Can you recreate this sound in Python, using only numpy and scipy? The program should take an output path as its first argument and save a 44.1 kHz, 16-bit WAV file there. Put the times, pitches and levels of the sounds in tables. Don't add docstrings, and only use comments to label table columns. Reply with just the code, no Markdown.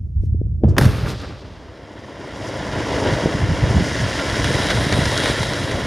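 import sys
import numpy as np
from scipy import signal
from scipy.fft import rfft, irfft, next_fast_len
from scipy.io import wavfile
from scipy.ndimage import uniform_filter1d, map_coordinates

SR = 44100
rng = np.random.default_rng(int(sys.argv[2]) if len(sys.argv) > 2 else 0)


def generate_wav(signal):
    frames = np.transpose(np.atleast_2d(signal))
    scaled = np.clip(frames, -1, 1) * 32767
    pcm = np.round(scaled).astype(np.int16)
    wavfile.write(sys.argv[1], SR, pcm)


N = 258426

# (frequency [Hz], gain [dB])
AIR_EQ = [(100, 0), (1000, -9), (4000, -17), (5500, -12), (8200, -22), (12000, -20), (16000, -26)]
GROUND_EQ = [(12, -40), (25, -14), (36, -12), (53, 3), (88, 4), (130, -4), (170, -13), (220, -19),
             (400, -50), (800, -100)]
BOOM_EQ = [(20, -35), (55, -1), (90, 2), (130, 2), (175, -14), (260, -36), (600, -100)]
# (frequency [Hz], gain [dB])
THUMP_EQ = [(15, -16), (25, -43), (48, -3.5), (92, -0.5), (115, 2.5), (210, -11.5), (270, -58), (460, -120)]
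STONE_EQ = [(110, -33.5), (190, -1.5), (247, -1), (290, 4.5), (345, -0.5), (520, 0), (640, 0.5), (770, -8),
            (1000, -5), (1200, -13.5), (1560, -38), (2640, -120)]
CHIP_EQ = [(700, -27.5), (1000, -0.5), (1200, -5), (1400, 6), (1560, 3.8), (1800, 5.7), (2000, 5.5),
           (2250, 0), (2600, -6), (2780, -0.5), (3050, -1.5), (3320, 0.5), (3560, -6), (3780, -2),
           (4050, -8.5), (4400, -10), (4900, -6), (5600, -11), (7500, -46)]
PEBBLE_EQ = [(1200, -12), (2000, -4), (2600, -25), (3350, 5), (3580, -3), (3820, 7), (4150, -2),
             (4800, -10), (6500, -21), (8200, -13.5), (9800, -9), (13000, -29), (15500, -52)]
GRIT_EQ = [(3060, -15.5), (5200, 1), (7170, -5.5), (8200, -15), (9040, -9), (9880, -11.5), (11000, -22),
           (14000, -29.5), (14800, -50), (15800, -35)]
CLACK_EQ = [(200, -18), (550, -2), (1200, -4), (1900, 0), (2600, -6), (3600, -3), (6000, -11), (8200, -22),
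            (9700, -19), (15000, -47)]
RUBBLE_EQ = [(150, -15), (550, 3), (900, -4), (1200, -6), (1450, 0), (2100, -2), (2600, -13), (3600, -7),
             (8000, -27), (15000, -48)]
# (frequency [Hz], gain [dB])
TEAR_EQ = [(120, -30), (220, -5), (300, 0), (450, -10), (650, -19), (900, -40), (1500, -65), (4000, -90)]
GAS_EQ = [(250, -10), (600, 12), (1100, 7), (2200, -9), (3200, -9), (4200, -20), (5500, -18), (8200, -40),
          (9700, -39), (15000, -58)]
SNAP_EQ = [(300, -6), (1400, 0), (2300, -9), (3100, -4), (4200, -20), (6000, -23), (8000, -35),
           (15000, -48)]
SHOCK_EQ = [(120, -10), (300, -2), (700, 2.5), (1000, -2), (1600, 1.5), (2600, -13), (3800, -12),
            (5000, -10), (7500, -22), (9500, -17), (15500, -27)]
ECHO_BODY_EQ = [(94, -21.5), (160, -3.5), (238, -9), (295, -3.5), (324, -11), (590, -11), (657, -17.5),
                (741, -18), (1090, -20), (1180, -15.5), (2800, -27), (3640, -58), (6160, -120)]
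ECHO_TREBLE_EQ = [(1530, -33), (2600, 1.5), (3290, 5.5), (4960, 3.5), (8200, -14), (9400, -15),
                  (11800, -33), (14900, -33), (16000, -31)]
ECHO_HISS_EQ = [(500, -20), (1800, -2), (4000, -5), (5700, 0), (8200, -9), (9700, -6), (12700, -11),
                (15000, -24)]
SIZZLE_EQ = [(3500, -25), (5200, 0), (7700, -10), (9300, -1), (12000, -5), (15500, -16)]

# (centre time [s], level [dB], sigma [s])
ECHO_HISS_SWELLS = [(0.248, -65, 0.029), (0.84, -37.5, 0.03), (1.095, -39.5, 0.021), (1.22, -51, 0.0049)]
LANDFALL = [(3.03, -24.5, 0.13)]
SLAB_BURSTS = [(4.703, -17.5, 0.012), (4.935, -20, 0.007), (5.27, -26, 0.035)]
GROAN = [(0.632, -30, 0.011)]
# (time [s], level [dB], hold [s])
FACE_BOOMS = [(0.636, -11, 0.018), (0.68, -23, 0.11), (0.812, -13, 0.044), (1.012, -20.5, 0.014),
              (1.12, -34, 0.025)]
GRAVEL_SHEETS = [(2.33, -49, 0.2), (3.675, -40.5, 0.062), (3.82, -43, 0.13), (4.915, -49, 0.016),
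                 (5.17, -51, 0.098)]
HEAPS = [(3.12, -17.5, 0.036), (3.41, -17.5, 0.045), (3.49, -14.5, 0.027), (3.62, -17.5, 0.16),
         (3.992, -21.5, 0.051), (4.4, -21.5, 0.086), (4.74, -19, 0.024), (4.945, -20.5, 0.11),
         (5.39, -22.5, 0.028), (5.51, -22, 0.012), (5.6, -22, 0.022), (5.71, -21, 0.018)]
CREAKS = [(0, -55, 0.12), (0.215, -52, 0.14), (0.42, -52.5, 0.3)]
SHOCKS = [(0.7817, -7.5, .0028), (0.785, -19, .006), (0.795, -30, .008), (0.8105, -20, .004),
          (0.821, -25, .004), (0.832, -27, .002), (0.843, -26, .003), (0.8525, -22.5, .004)]
# (time [s], level [dB], pitch [Hz])
BOULDERS = [(3.239, -14, 173), (3.2596, -4.5, 298), (3.352, -11.5, 106), (3.425, -22, 110),
            (3.518, -15, 133), (3.646, -18, 100), (3.758, -12, 130), (3.768, -5.5, 122),
            (3.809, -10.5, 186), (3.826, -10.5, 127), (4.002, -13.5, 125), (4.024, -25, 119),
            (4.629, -24, 600), (4.754, -17, 89), (4.786, -10.5, 88), (4.869, -10.5, 141),
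            (4.926, -13.5, 450), (4.977, -11.5, 250), (4.991, -8.5, 166), (5.068, -16.5, 129),
            (5.2, -11.5, 290), (5.259, -8, 1350), (5.3, -12, 273)]
BLAST_BLOWS = [(0.166, -16.5, 56.3), (0.2, -8.5, 49.7), (0.237, -21.5, 215), (0.327, -15, 64),
               (0.348, -20, 204), (0.416, -15, 232), (0.470, -35, 267), (0.6378, -3, 265),
               (0.6445, -11, 380), (0.647, -6.5, 142), (0.656, -4.5, 120), (0.7675, -15.5, 700),
               (0.775, -14, 380), (0.7838, -5.5, 1190), (0.787, -13, 700), (0.790, -6, 198),
               (0.795, -8, 302), (0.814, -15, 600), (0.820, -6.5, 131), (0.856, -8, 114), (0.865, -5, 109)]
# (time [s], level [dB], t60 [s], splinters re body [dB])
CLACKS = [(4.298, -22, .02, -14), (4.443, -15.5, .036, -17), (4.669, -24, .016, -4), (4.687, -18, .02, -16),
          (4.7025, -19, .04, -18), (4.9248, -15, .022, -9), (5.055, -18.5, .034, -7),
          (5.1772, -19, .012, 1), (5.201, -19, .014, -8), (5.236, -17.5, .016, -14),
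          (5.258, -13, .014, -10), (5.431, -17, .032, -18), (5.535, -17.5, .017, -16),
          (5.712, -23, .05, -16)]
# (time [s], level [dB], t60 [s])
SNAPS = [(0.7668, -24, 0.037)]

# (time [s], level [dB])
FLOW = [(1.4, -52.5), (1.72, -50), (2.18, -43), (2.49, -36), (2.99, -29), (3.06, -28), (3.45, -31.5),
        (3.66, -30.5), (3.9, -28.5), (4.33, -27), (4.57, -25), (4.9, -27.5), (5.28, -25), (5.44, -28.5),
        (5.86, -31)]
# (time [s], tilt [dB])
SLIDE_TILT = [(1.6, -4.5), (3.05, -1), (3.5, -0.5), (3.72, -2), (3.9, 3.5), (4.95, 1.5), (5.35, 4.5),
              (5.86, -1.5)]
# (frequency [Hz], t60 [s])
HILL_T60 = [(100, 0.85), (1000, 0.17), (10000, 0.086)]
# (delay [s], rise [s], hold [s], body [dB], treble [dB], body fall [dB/s])
SLOPES = [(0.008, 0.016, 0.023, -22, -36, 222), (0.017, 0.057, 0.2, -28, -40.5, 32),
          (0.265, 0.05, 0.049, -37, -43, 201), (0.384, 0.03, 0.04, -54, -51, 150)]
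# (centre [Hz], width [Hz], level [dB])
PORTS = [(90.2, 12, -11), (290, 280, -17.5)]

BREAK_S, SHOCK_S = 0.634, SHOCKS[0][0]


def amp(db):
    return 10 ** (np.asarray(db) / 20)


def clock():
    return np.arange(N) / SR


def curve(rows):
    return np.interp(clock(), *np.transpose(rows))


def log_interp(points, hz):
    knots_hz, values = np.transpose(points)
    return np.interp(np.log(hz + 1), np.log(knots_hz + 1), values)


def colour(x, eq):
    size = 16384
    gain = amp(log_interp(eq, np.fft.rfftfreq(size, 1 / SR)))
    cepstrum = irfft(np.log(np.maximum(gain, 1e-6)))
    cepstrum[1:size // 2] *= 2
    cepstrum[size // 2 + 1:] = 0
    response = irfft(np.exp(rfft(cepstrum)))
    return signal.fftconvolve(x, response / np.linalg.norm(response))[:N]


def burst(start_s, rise_s, hold_s, fall_db_per_s):
    t = clock() - start_s
    onset = np.sin(np.pi / 2 * np.clip(t / rise_s, 0, 1)) ** 2
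    return onset * amp(-fall_db_per_s * np.maximum(t - hold_s, 0))


def surges(rows, rise_s, fall_db_per_s):
    return sum(amp(db) * burst(at_s, rise_s, hold_s, fall_db_per_s) for at_s, db, hold_s in rows)


def swells(rows):
    return sum(amp(db) * np.exp(-((clock() - at_s) / sigma_s) ** 2 / 2) for at_s, db, sigma_s in rows)


def wobble(knots_per_s):
    knots = rng.standard_normal(int(N * knots_per_s / SR) + 4)
    return map_coordinates(knots, [clock() * knots_per_s])


def patter(eq, hits_per_s, spread_db, clump_db):
    hits = np.sqrt(rng.poisson(hits_per_s / SR, N)) * rng.choice([-1, 1], N)
    size_db = spread_db * np.clip(rng.standard_normal(N), -2, 2) + clump_db * wobble(knots_per_s=45)
    impacts = colour(hits * amp(size_db), eq)
    power = np.abs(uniform_filter1d(impacts ** 2, SR // 4))
    return impacts / np.sqrt(power + 1e-12)


def thuds(rows):
    pressure = np.zeros(N)
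    for at_s, db, hz in rows:
        phase = 2 * np.pi * hz * (clock() - at_s)
        pressure += amp(db) * phase * np.exp((1 - phase ** 2) / 2)
    return pressure


def cracks(rows, eq):
    t = clock()
    envelope = sum(amp(db - 60 * np.abs(t - at_s) / t60_s) * (t >= at_s) for at_s, db, t60_s in rows)
    return colour(envelope * rng.standard_normal(N), eq)


def hillside(x, wet_db):
    hz, t, noise = signal.stft(rng.standard_normal(SR // 2), SR, nperseg=256)
    decay = amp(-60 * t / log_interp(HILL_T60, hz)[:, None])
    tail = signal.istft(noise * decay, SR, nperseg=256)[1]
    return x + amp(wet_db) * signal.fftconvolve(x, tail / np.linalg.norm(tail))[:N]


def air():
    echo_hiss = swells(ECHO_HISS_SWELLS) * patter(ECHO_HISS_EQ, hits_per_s=6000, spread_db=3, clump_db=1)
    return echo_hiss + amp(-72.5) * colour(rng.standard_normal(N), AIR_EQ)


def tremor():
    first_shake = amp(-23.5) * burst(0, rise_s=0.003, hold_s=0.02, fall_db_per_s=50)
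    quake = amp(-20) * burst(0.145, rise_s=0.03, hold_s=0.5, fall_db_per_s=22)
    booms = surges(FACE_BOOMS, rise_s=0.003, fall_db_per_s=137)
    ground = patter(GROUND_EQ, hits_per_s=900, spread_db=1, clump_db=0.5)
    booming = patter(BOOM_EQ, hits_per_s=900, spread_db=1, clump_db=0.5)
    return (first_shake + quake) * ground + booms * booming


def gravel():
    sheets = surges(GRAVEL_SHEETS, rise_s=0.024, fall_db_per_s=124)
    return sheets * patter(GRIT_EQ, hits_per_s=4200, spread_db=5, clump_db=2.5)


def knocks(count, centre_hz=3000, spread_octaves=0.6, spread_db=2, t60_cycles=36):
    t = np.arange(SR // 40) / SR
    pitch, size = np.clip(rng.standard_normal((count, 2)), -2, 2).T[:, :, None]
    cycles = centre_hz * 2 ** (spread_octaves * pitch) * t
    rings = amp(spread_db * size - 60 * cycles / t60_cycles) * np.sin(2 * np.pi * cycles)
    indices = rng.integers(0, N, (count, 1)) + np.arange(len(t))
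    ringing = colour(np.bincount(indices.ravel(), rings.ravel(), N)[:N], CHIP_EQ)
    return ringing / np.sqrt(np.mean(ringing ** 2) + 1e-20)


def rockfall(full_flow_db=-26.5):
    flow_db, tilt_db = curve(FLOW), curve(SLIDE_TILT)
    build_up = np.clip((clock() - SHOCK_S) / (FLOW[0][0] - SHOCK_S), 0, 1)
    thin_db = np.maximum(full_flow_db - flow_db, 0)
    roll = patter(THUMP_EQ, hits_per_s=220, spread_db=3.5, clump_db=-1)
    stones = patter(STONE_EQ, hits_per_s=800, spread_db=0, clump_db=0.5)
    chips = patter(CHIP_EQ, hits_per_s=4500, spread_db=2.8, clump_db=0.8)
    grit = patter(GRIT_EQ, hits_per_s=8000, spread_db=2.6, clump_db=0.8)
    pebbles = patter(PEBBLE_EQ, hits_per_s=1500, spread_db=3.5, clump_db=1.6)
    heaps = patter(THUMP_EQ, hits_per_s=600, spread_db=0.5, clump_db=-1)
    landfall = swells(LANDFALL) * patter(STONE_EQ, hits_per_s=900, spread_db=2.5, clump_db=1)
    roll *= amp(3 - 0.99 * tilt_db - 0.26 * thin_db)
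    stones *= amp(4 - 0.94 * tilt_db)
    chips *= amp(-0.78)
    grit *= amp(-9 + 0.34 * tilt_db - 0.11 * thin_db)
    pebbles *= swells([(5.14, -5, 0.63)])
    heaps *= surges(HEAPS, rise_s=0.0022, fall_db_per_s=398)
    slide = roll + stones + chips + grit + pebbles + amp(-8.5) * knocks(count=2600)
    return amp(flow_db) * build_up * slide + heaps + landfall


def landings():
    rubble = swells(SLAB_BURSTS) * patter(RUBBLE_EQ, hits_per_s=4000, spread_db=3, clump_db=1)
    clacks = cracks([(at_s, db, t60_s) for at_s, db, t60_s, _ in CLACKS], CLACK_EQ)
    splinters = cracks([(at_s, db + sharp_db, t60_s) for at_s, db, t60_s, sharp_db in CLACKS], GRIT_EQ)
    return rubble + splinters + hillside(thuds(BOULDERS) + clacks, wet_db=-13)


def echoes(treble_fall_ratio=0.86):
    body = treble = 0
    for delay_s, rise_s, hold_s, body_db, treble_db, fall_db_per_s in SLOPES:
        start_s = SHOCK_S + delay_s
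        body += amp(body_db) * burst(start_s, rise_s, hold_s, fall_db_per_s)
        treble += amp(treble_db) * burst(start_s, rise_s, hold_s, fall_db_per_s * treble_fall_ratio)
    body *= patter(ECHO_BODY_EQ, hits_per_s=2500, spread_db=1, clump_db=2)
    treble *= patter(ECHO_TREBLE_EQ, hits_per_s=7000, spread_db=0.5, clump_db=1)
    sizzle = amp(-39.5) * burst(SHOCK_S, rise_s=0.003, hold_s=0.03, fall_db_per_s=66)
    return body + treble + sizzle * colour(rng.standard_normal(N), SIZZLE_EQ)


def venting():
    strain = surges(CREAKS, rise_s=0.006, fall_db_per_s=303) + swells(GROAN)
    spurt = burst(BREAK_S, rise_s=0.0023, hold_s=0.0044, fall_db_per_s=439)
    jet = burst(BREAK_S + 0.034, rise_s=0.011, hold_s=0.18, fall_db_per_s=300)
    spray = amp(-50.5) * burst(BREAK_S + 0.044, rise_s=0.014, hold_s=0.018, fall_db_per_s=380)
    tear = strain + amp(-24.5) * spurt + amp(-31.5) * jet
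    gas = amp(-37.5) * spurt + amp(-45) * jet
    tear *= patter(TEAR_EQ, hits_per_s=2500, spread_db=3, clump_db=1.5)
    gas *= patter(GAS_EQ, hits_per_s=5000, spread_db=3, clump_db=1)
    spray *= patter(GRIT_EQ, hits_per_s=8000, spread_db=3, clump_db=1)
    return tear + gas + spray


def shock(relax_s=0.0016):
    age = (clock() - SHOCK_S) / relax_s
    front = amp(-3) * (age >= 0) * (1 - age) * np.exp(-np.abs(age))
    slaps = surges(SHOCKS, rise_s=0.0002, fall_db_per_s=5500) * rng.standard_normal(N)
    return colour(slaps, SHOCK_EQ) - front


def blast():
    blows = hillside(thuds(BLAST_BLOWS), wet_db=-19)
    return blows + venting() + cracks(SNAPS, SNAP_EQ) + shock() + echoes()


def scene():
    return tremor() + blast() + rockfall() + gravel() + landings() + air()


def record(dry, low_hz=30, top_hz=15750):
    size = next_fast_len(N + SR // 2)
    hz = np.fft.rfftfreq(size, 1 / SR)
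    resonances = sum(amp(db) * 1j * hz * width_hz / (centre_hz ** 2 - hz ** 2 + 1j * hz * width_hz)
                     for centre_hz, width_hz, db in PORTS)
    side_response = 1j * resonances / (1 + (hz / 800) ** 8)
    side = irfft(rfft(dry, size) * side_response, size)[:N]
    pair = np.array([dry + side, dry - side])
    clipped = pair / (1 + np.abs(pair) ** 8) ** (1 / 8)
    band = hz ** 4 / (hz ** 4 + low_hz ** 4) / (1 + (hz / top_hz) ** 120)
    return irfft(rfft(clipped, size) * band, size)[..., :N]


dry = scene()
out = record(dry)
generate_wav(out)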